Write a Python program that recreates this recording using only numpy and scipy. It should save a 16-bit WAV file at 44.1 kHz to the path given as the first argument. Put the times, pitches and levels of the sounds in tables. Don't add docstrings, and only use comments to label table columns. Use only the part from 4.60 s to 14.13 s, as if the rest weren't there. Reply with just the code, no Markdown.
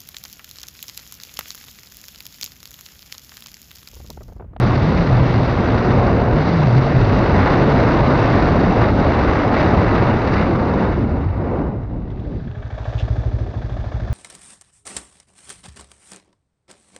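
import sys
import numpy as np
from scipy import signal
from scipy.io import wavfile

SR = 44100
rng = np.random.default_rng(int(sys.argv[2]) if len(sys.argv) > 2 else 0)


def voltage_ratio(decibels):
    exponent = np.asarray(decibels, float) / 20
    return 10 ** exponent


def waveform_to_disk(signal):
    frames = np.transpose(np.atleast_2d(signal))
    scaled = np.clip(frames, -1, 1) * 32767
    samples = np.round(scaled).astype(np.int16)
    wavfile.write(sys.argv[1], SR, samples)


N = 420273

# start_s, airspeed_db (re cruising), exposure_db (of the microphone side)
AIR = [(0.0, 0, -3), (0.9, -0.5, -2.5), (1.3, -2, 0.5), (1.7, -5.5, 2), (1.85, 0.5, -3), (2.4, -1, -2),
       (2.75, 0, 0.5), (3.5, 1, 0), (4.4, -1.5, 1), (5.7, -2, 1.5), (5.95, -6, 2.5), (6.25, -7.5, 3.5),
       (6.45, -13.5, -0.5), (6.85, -22, 5.5), (7.0, -23, 7), (7.25, -32.5, 5), (7.8, -19, -13),
       (8.1, -45, -3), (9.53, -42.5, 3)]
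WIND_BAND_HZ = [50, 370, 1300, 4200]
SPEED_SHARE = [0.249, 0.6, 0.9, 1.01]
EXPOSURE_SHARE = [0.17, 1.1, 1.24, 0.05]
# freq_hz, density_db (per Hz)
WIND_COLOUR = [(8.8, -46), (15, -31.5), (38, -5.5), (105, -3.5), (160, -5.5), (202, -6), (311, -6.5),
               (381, -10.5), (573, -11), (1200, -18.5), (1760, -24.5), (3000, -39.5), (3980, -38),
               (5500, -48.5), (6620, -49.5), (8610, -93.5), (14600, -120)]
# middle_s, length_s, strength_db, centre_hz
EDDIES = [(0.28, 0.11, 6.5, 76), (.5, .12, -2, 2500), (1.88, 0.16, -4, 43.3), (2.4, 0.082, 3, 43.6),
          (2.55, .3, 2.5, 50), (3.2, 0.09, 1, 2100), (3.7, 0.2, 0.5, 2200), (2.15, .12, -2, 2500),
          (4.24, 0.08, 3, 1800), (4.345, 0.075, -7, 1400), (4.727, 0.27, 2.5, 2370),
          (4.991, 0.12, 5.5, 2600), (4.948, 0.14, -2, 51), (5.377, 0.19, 2.5, 2300),
          (5.807, 0.12, 5.5, 2420), (6.163, 0.21, -4, 40), (6.349, 0.021, -9, 504), (6.523, 0.44, 3, 50),
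          (6.701, 0.12, -7.5, 320), (6.933, .2, 3.5, 683), (7.267, .08, -8.5, 330), (7.4, 0.15, 4, 140),
          (7.713, 0.21, 11, 324), (7.871, 0.04, 14, 160), (1.4, 0.28, 1, 390), (4.87, 0.069, -4.5, 1800),
          (8.8, 0.5, 10.5, 450), (8.3, .5, -4, 200), (6.0, .2, -3, 1600), (8.3, 0.34, -6, 70),
          (4.8, .25, -5, 120), (8.45, .35, 8, 360), (4.75, 0.18, -2, 210), (6.1, 0.97, -8, 29),
          (5.9, .4, 3, 28), (1.2, 2.7, 2, 16000), (6.45, .2, 5.5, 151), (5.2, .15, -1, 3500),
          (6.448, 0.026, 3, 850), (7.345, 0.038, 2, 900), (7.4, .1, -3.5, 2500), (5.72, 0.31, -3.5, 620),
          (3.25, 0.2, 1, 170), (7.4, 0.4, 3, 100), (8.4, 0.27, -2, 190), (2.87, .14, 4, 1700),
          (2.85, .1, -3, 260), (5.55, .3, -2.5, 140), (4.55, .1, -3, 300), (4.05, .12, -2, 1800)]
# time_s, pitch_hz
SHEDDING = [(0.0, 123.7), (0.13, 111.8), (0.22, 139.6), (0.33, 176), (0.39, 180), (0.5, 131.7), (0.56, 117),
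            (0.68, 135.5), (0.75, 110.2), (0.84, 123.6), (1.0, 106.2), (1.15, 113.2), (1.37, 125.8),
            (1.58, 113.3), (1.68, 122), (1.76, 151), (1.82, 152), (1.87, 180), (1.92, 178), (2.03, 146),
            (2.1, 116), (2.17, 131), (2.24, 132), (2.29, 146), (2.36, 122.2), (2.47, 106.4), (2.8, 92),
            (3.0, 125), (3.22, 148), (3.55, 134.7), (3.8, 128), (3.95, 175), (4.05, 185), (4.2, 110),
            (4.45, 92), (4.7, 78), (4.86, 97), (5.2, 112), (5.6, 96.8), (7.2, 64.6)]
# middle_s, length_s, lift_db
LOCKS = [(0.02, 0.25, 16), (0.368, 0.12, 8), (.45, .1, 8), (.85, .08, 10), (1.86, .1, 9), (2.26, .1, 13.5),
         (0, .03, 20), (2.57, .1, 9), (4.1, .1, 5), (4.86, .12, 13), (0.61, 0.34, 15), (0.775, 0.17, 16),
         (1.14, 0.095, 12.5), (1.351, 0.11, 10.5), (1.68, .1, 9.5), (1.78, 0.12, 11), (1.92, .12, 6.5),
         (2.15, 0.3, 15.5), (2.37, 0.18, 14.5), (2.803, .2, 10.5), (3.1, .2, 7), (3.24, 0.083, 8.5),
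         (3.55, 0.13, 11), (3.72, 0.17, 12), (4.22, 0.28, 13), (4.45, 0.13, 9), (4.76, 0.25, 11),
         (5.247, 0.3, 10.5), (5.549, 0.23, 10.5), (6.16, 0.086, 4), (6.39, .1, 8), (6.664, 0.21, 15)]
# time_s, pitch_hz, level_db
BRAKE_GROAN = [
    (7.86, 420, -60),
    (7.91, 421, -45),
    (8.02, 417, -42),
    (8.08, 413, -72),
]
# start_s, peak_db
LEVER_CLICKS = [(7.479, -50), (7.5017, -42), (7.5045, -42), (7.514, -46), (7.5945, -42), (7.599, -41),
                (7.637, -46), (7.65, -46), (7.719, -45), (7.914, -37), (8.104, -44), (8.2436, -35),
                (8.248, -36), (8.293, -41), (8.336, -38), (8.352, -38), (8.379, -31), (8.3815, -30),
                (8.385, -33), (8.389, -24), (8.394, -36), (8.398, -23), (8.4074, -37), (8.412, -36),
                (8.417, -34), (8.452, -36), (8.484, -44), (8.624, -43), (8.68, -41), (8.9315, -41),
                (8.98, -42), (9.139, -43), (9.2098, -39), (9.232, -41), (9.343, -42)]
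# freq_hz, level_db, t60_s
LEVER_MODES = [(2630, 1, 0.0091), (3050, 1.5, 0.0078), (3480, -1, 0.012), (4100, -7, 0.0055),
               (4900, -12, .005), (5800, -16, 0.0041), (6800, -8, .004), (8500, -9, .003)]
# start_s, peak_db
GRIT = [
    (6.5913, -50),
    (6.776, -50),
    (7.0162, -56),
    (7.2348, -53),
    (7.2676, -57),
    (7.4048, -57),
]
# freq_hz, level_db, t60_s
TAPPET_MODES = [(3600, 1.5, .006), (4500, -1, .004), (5700, -4, .005), (6800, -6, .004), (8200, -0.5, .003)]
# time_s, peak_db
TAPPET_PEAK = [
    (7.57, -59),
    (8.1, -56),
    (8.35, -48),
    (8.9, -52),
    (9.5, -48),
]
# time_s, level_db
CLATTER_LEVEL = [(7.3, -58), (7.41, -63), (7.7, -54), (7.85, -52.5), (8.11, -46.5), (8.29, -41.5),
                 (8.7, -46), (8.91, -47), (9.53, -44.5)]
# freq_hz, width_hz, level_db
CASING = [(276, 89, 6), (627.2, 53, 13.5), (454, 96, 8.5), (810, 150, 9), (1170, 290, 5), (1660, 240, 2),
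          (2850, 500, -34), (3400, 270, -4.5), (4250, 460, -10), (4750, 400, -11), (5750, 400, -12.5),
          (6640, 500, -21), (8500, 830, -10)]
# start_s, knock_peak_db, thump_peak_db
FIRINGS = [(7.571, -18, -15), (7.646, -31, -26), (7.721, -25, -19.5), (7.796, -37, -25), (7.873, -35, -25),
           (7.949, -31, -17.5), (8.024, -32, -19), (8.103, -24, -18), (8.179, -16.5, -18.5),
           (8.254, -12, -14.5), (8.328, -17, -11.5), (8.403, -21, -10), (8.48, -19, -8.5),
           (8.558, -20, -9.5), (8.635, -18, -9.5), (8.715, -22, -10), (8.787, -20, -11.5),
           (8.864, -19, -18.5), (8.94, -17.5, -15.5), (9.018, -22, -14.5), (9.094, -17, -14),
           (9.167, -18, -16.5), (9.241, -17.5, -20), (9.319, -15.5, -11.5), (9.398, -21, -16),
           (9.476, -19, -11)]
# freq_hz, level_db, t60_s
PIPE_MODES = [(112.6, 3.4, .128), (51.8, .3, .3), (71.9, 1.0, .1)]
# freq_hz, level_db, t60_s
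SILENCER_MODES = [(266, -22, 0.04), (316, -23, 0.04), (380, -21, 0.03), (470, -25, .03)]
# freq_hz, level_db, t60_s
HEAD_MODES = [(651, 6.5, 0.013), (672, 1, 0.017), (1063, -10.5, 0.035), (780, -5, 0.026),
              (490, -16.5, 0.021)]
# freq_hz, level_db, t60_s
VALVE_MODES = [(1560, 7, 0.014), (1634, 6.5, 0.024), (1810, 1, 0.018), (1180, -2, .02), (2230, -7, 0.013),
               (3360, -7, .015), (3680, -15, .015)]
# time_s, peak_db
VALVE_PEAK = [
    (7.57, -47),
    (8.1, -33),
    (8.45, -36.5),
    (8.9, -39),
    (9.3, -34.5),
]
# time_s, level_db
STRAY_STEPS = [
    (6.437, -60),
    (6.8, -62),
    (7.157, -57),
    (7.352, -57),
]


def rms_one(x):
    return x / np.sqrt(np.mean(x ** 2) + 1e-20)


def in_time(rows):
    s, *columns = np.transpose(rows)
    return [np.interp(np.arange(N) / SR, s, c) for c in columns]


def bump(middle_s, length_s):
    return np.exp(-4 * ((np.arange(0, N, 50) / SR - middle_s) / length_s) ** 2)


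def per_sample(coarse):
    return np.interp(np.arange(N), np.arange(0, N, 50), coarse)


def drift(rate_hz):
    r = np.exp(-40 * np.pi * rate_hz / SR)
    white = rng.standard_normal(N // 20 + 3002)
    slow = signal.lfilter([1], [1, -2 * r, r * r], white)[3000:]
    return np.interp(np.arange(N) / 20, np.arange(len(slow)), rms_one(slow))


def butter(x, hz, kind, order=2):
    return signal.sosfilt(signal.butter(order, hz, kind, fs=SR, output="sos"), x)


def resonate(x, hz, width_hz):
    r = np.exp(-np.pi * width_hz / SR)
    zeros = np.array([1, 0, -1]) * (1 - r * r) / 2
    return signal.lfilter(zeros, [1, -2 * r * np.cos(2 * np.pi * hz / SR), r * r], x)


def clicks_at(seconds, sizes):
    train = np.full(N, 1e-18)
    at = np.round(np.asarray(seconds) * SR).astype(int)
    train[at[at < N]] = sizes[at < N]
    return train


def strike(seconds, peak_db, modes, spread_db):
    out = 0
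    chance = rng.standard_normal((len(seconds), len(modes)))
    for k, (hz, level_db, t60_s) in enumerate(modes):
        r, w = voltage_ratio(-60 / (t60_s * SR)), 2 * np.pi * hz / SR
        sizes = (-1) ** k * voltage_ratio(peak_db + level_db + spread_db * chance[:, k])
        train = clicks_at(seconds, sizes)
        out = out + signal.lfilter([0, np.sin(w)], [1, -2 * r * np.cos(w), r * r], train)
    return out


def wind(gust_db, eddy_db, own_db):
    level_db, eddy_octaves = -13, 1.38
    speed_db, exposure_db = in_time(AIR)
    swells = np.array([db * bump(s, length_s) for s, length_s, db, hz in EDDIES])
    eddy_hz = np.array(EDDIES)[:, 3]
    colour_hz, colour_db = np.transpose(WIND_COLOUR)
    white = rng.standard_normal((2, N + SR))
    edges_hz = 15 * 2 ** (np.arange(29) / 3)
    shared = gust_db * drift(6.0) + eddy_db * drift(89.0)
    out, power = 0, 0
    for k, (low, high) in enumerate(zip(edges_hz, edges_hz[1:])):
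        hz = np.sqrt(low * high)
        follows = np.interp(np.log(hz), np.log(WIND_BAND_HZ), SPEED_SHARE)
        exposed = np.interp(np.log(hz), np.log(WIND_BAND_HZ), EXPOSURE_SHARE)
        near = np.exp(-(np.log2(hz / eddy_hz) / eddy_octaves) ** 2)
        change_db = follows * speed_db + exposed * exposure_db + per_sample(near @ swells)
        density = voltage_ratio(np.interp(np.log(hz), np.log(colour_hz), colour_db))
        band = density * butter(white[k % 2], [low, high], "band")[SR:]
        if 2000 < hz < 3000:
            band = np.sqrt(2) * butter(band, hz, "low", order=4)
        power += np.mean(band ** 2)
        reach = np.clip(np.log2(hz / 97.0) / 10.0, 0, 1)
        out = out + band * voltage_ratio(change_db + reach * shared + own_db * drift(16.0))
    return voltage_ratio(level_db) * out / np.sqrt(power)


def howl(wobble_hz, flutter_db):
    tone_db, skirt_db, skirt_hz = -26, -23.5, 22.1
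    start_rad = -1.9
    hz, = in_time(SHEDDING)
    speed_db = 0.3 * in_time(AIR)[0]
    locked_db = np.max([db * bump(s, length_s) for s, length_s, db in LOCKS], axis=0)
    level_db = tone_db + speed_db + per_sample(locked_db)
    t = np.arange(N) / SR
    fade = np.interp(t, [7.2, 7.6], [1, 0])
    loose = np.interp(t, [2.5, 4.5], [.7, 2.5])
    turn = 2 * np.pi * np.cumsum(hz + loose * wobble_hz * drift(15.84)) / SR
    rough = rms_one(voltage_ratio(flutter_db * drift(11.0)) * np.sin(start_rad + turn))
    tone = voltage_ratio(level_db - 3.0) / np.sqrt(loose) * rough
    skirt = drift(skirt_hz) * np.sin(turn) + drift(skirt_hz) * np.cos(turn)
    return fade * (tone + voltage_ratio(skirt_db + speed_db) * skirt)


def brake():
    hz, level_db = in_time(BRAKE_GROAN)
    t = np.arange(N) / SR
    on = (t > BRAKE_GROAN[0][0]) & (t < BRAKE_GROAN[-1][0])
    strength = voltage_ratio(level_db + 0.9 + 1.5 * drift(18.0))
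    return on * strength * np.sin(2 * np.pi * np.cumsum(hz + 4.0 * drift(15.0)) / SR)


def lever():
    s, peak_db = np.transpose(LEVER_CLICKS)
    r = voltage_ratio(-60 / (0.047 * SR))
    train = clicks_at(s - .003, voltage_ratio(peak_db - 26.0))
    swell = signal.lfilter([np.e * (1 - r)], [1, -2 * r, r * r], train)
    white = rng.standard_normal(N)
    scratch = rms_one(resonate(white, 3000.0, 800.0) + 0.07 * butter(white, [4000.0, 9000.0], "band"))
    return strike(s, peak_db - 6.5, LEVER_MODES, spread_db=2.0) + swell * scratch


def tappets():
    lead_s = .011
    s = np.array(FIRINGS)[:, 0] - lead_s
    peak_db = np.interp(s, *np.transpose(TAPPET_PEAK))
    grit_s, grit_db = np.transpose(GRIT)
    ticks = strike(s, peak_db, TAPPET_MODES, spread_db=2.0)
    return ticks + strike(grit_s, grit_db, TAPPET_MODES, spread_db=5.0)


def clatter(ticks_per_s, grain, beat_db):
    hush_lead_s, hush_s, hush_db = .008, .016, 4
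    level_db, = in_time(CLATTER_LEVEL)
    s = np.array(FIRINGS)[:, 0]
    beat = signal.lfilter([1], [1, -voltage_ratio(-60 / (.09 * SR))], clicks_at(s - .004, np.ones(len(s))))
    hush = per_sample(sum(bump(at - hush_lead_s, hush_s) for at in s))
    sizes = voltage_ratio(grain * np.minimum(rng.exponential(1, (3, N)), 3)) * rng.choice([-1, 1], (3, N))
    ticks = sizes * (rng.random((3, N)) < ticks_per_s / SR)
    body = 0
    for k, (hz, width_hz, db) in enumerate(CASING):
        body = body + voltage_ratio(db) * rms_one(resonate(ticks[k % 3], hz, width_hz))
    t = np.arange(N) / SR
    fade = np.interp(t, [6.6, 7.5], [0, 1])
    shaded = butter(body, 5500.0, "low", order=4)
    opened = np.interp(t, [7.8, 8.5], [0.6, 0.85])
    strength = voltage_ratio(level_db - 11.5 + beat_db * beat - hush_db * hush)
    return fade * strength * (shaded + opened * (body - shaded))


def exhaust():
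    pipe_lag_s, pipe_low_hz, pipe_high_hz = .018, 80, 118
    s, knock_db, thump_db = np.transpose(FIRINGS)
    rings = strike(s + pipe_lag_s, thump_db, PIPE_MODES, spread_db=-1.0)
    shell = strike(s + 0.004, thump_db - 3.0, SILENCER_MODES, spread_db=3.0)
    shell = shell + strike(s + 0.040, thump_db, SILENCER_MODES, spread_db=3.0)
    thump = butter(butter(rings, pipe_high_hz, "low", order=4), pipe_low_hz, "high")
    return thump + butter(shell, 450.0, "low")


def knock():
    blows = [(-.0016, -15), (0, -8), (.0016, -10), (.007, -14), (.012, -21),
             (.022, -20), (.027, -14), (.045, -16), (.051, -21)]
    seatings = [(-.003, -15), (.001, -7.5), (.004, -7.5), (.008, -8),
                (.024, -15), (.036, -10), (.040, -12), (.050, -13)]
    s, knock_db, thump_db = np.transpose(FIRINGS)
    valve_db = np.interp(s, *np.transpose(VALVE_PEAK))
    knock_db = knock_db + np.interp(s, [7.88, 7.94], [-9, 0])
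    head, seats = 0, 0
    for lag_s, blow_db in blows:
        head = head + strike(s + lag_s, knock_db + blow_db, HEAD_MODES, spread_db=1.5)
    for lag_s, seat_db in seatings:
        seats = seats + strike(s + lag_s, valve_db + seat_db, VALVE_MODES, spread_db=2.5)
    return butter(head, 1500.0, "low") + butter(seats, [1100.0, 4500.0], "band")


def scene():
    air = wind(gust_db=0.35, eddy_db=3.0, own_db=0.9)
    air = air + howl(wobble_hz=4.0, flutter_db=2.0)
    gear = clatter(ticks_per_s=1600.0, grain=2.3, beat_db=3.5)
    engine = exhaust() + knock() + gear + lever() + brake() + tappets()
    return (air + engine)[None]


def gain_steps():
    block_s, start_s = 256 / 48000, .0047
    lag_s, spell_s, step_db = .033, .026, -42
    blocks = np.arange(start_s, N / SR, block_s)
    s, knock_db, thump_db = np.transpose(FIRINGS)
    spells = np.exp(-4 * ((blocks - s[:, None] - lag_s) / spell_s) ** 2)
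    pull = voltage_ratio(thump_db + step_db) @ spells
    stray_s, stray_db = np.transpose(STRAY_STEPS)
    pull[np.searchsorted(blocks, stray_s)] += voltage_ratio(stray_db)
    sizes = pull * voltage_ratio(5.0 * rng.standard_normal(len(blocks))) * rng.choice([-1, 1], len(blocks))
    return butter(clicks_at(blocks, sizes + 1e-18), 6500.0, "high")


def band_limit(x):
    return signal.sosfilt(signal.butter(12, 12700, fs=SR, output="sos"), x)


def record(dry):
    run_in = np.pad(dry, ((0, 0), (400, 0)), "reflect")
    coloured = run_in + 0.3 * resonate(run_in, 3880.0, 690.0) + 0.11 * resonate(run_in, 11000.0, 840.0)
    muffled = butter(coloured, 6030.0, "low", order=6)[:, 400:]
    muffled = muffled + gain_steps()
    mix = .95 * np.tanh(muffled / .95)
    return band_limit(mix)


dry = scene()
out = record(dry)
waveform_to_disk(out)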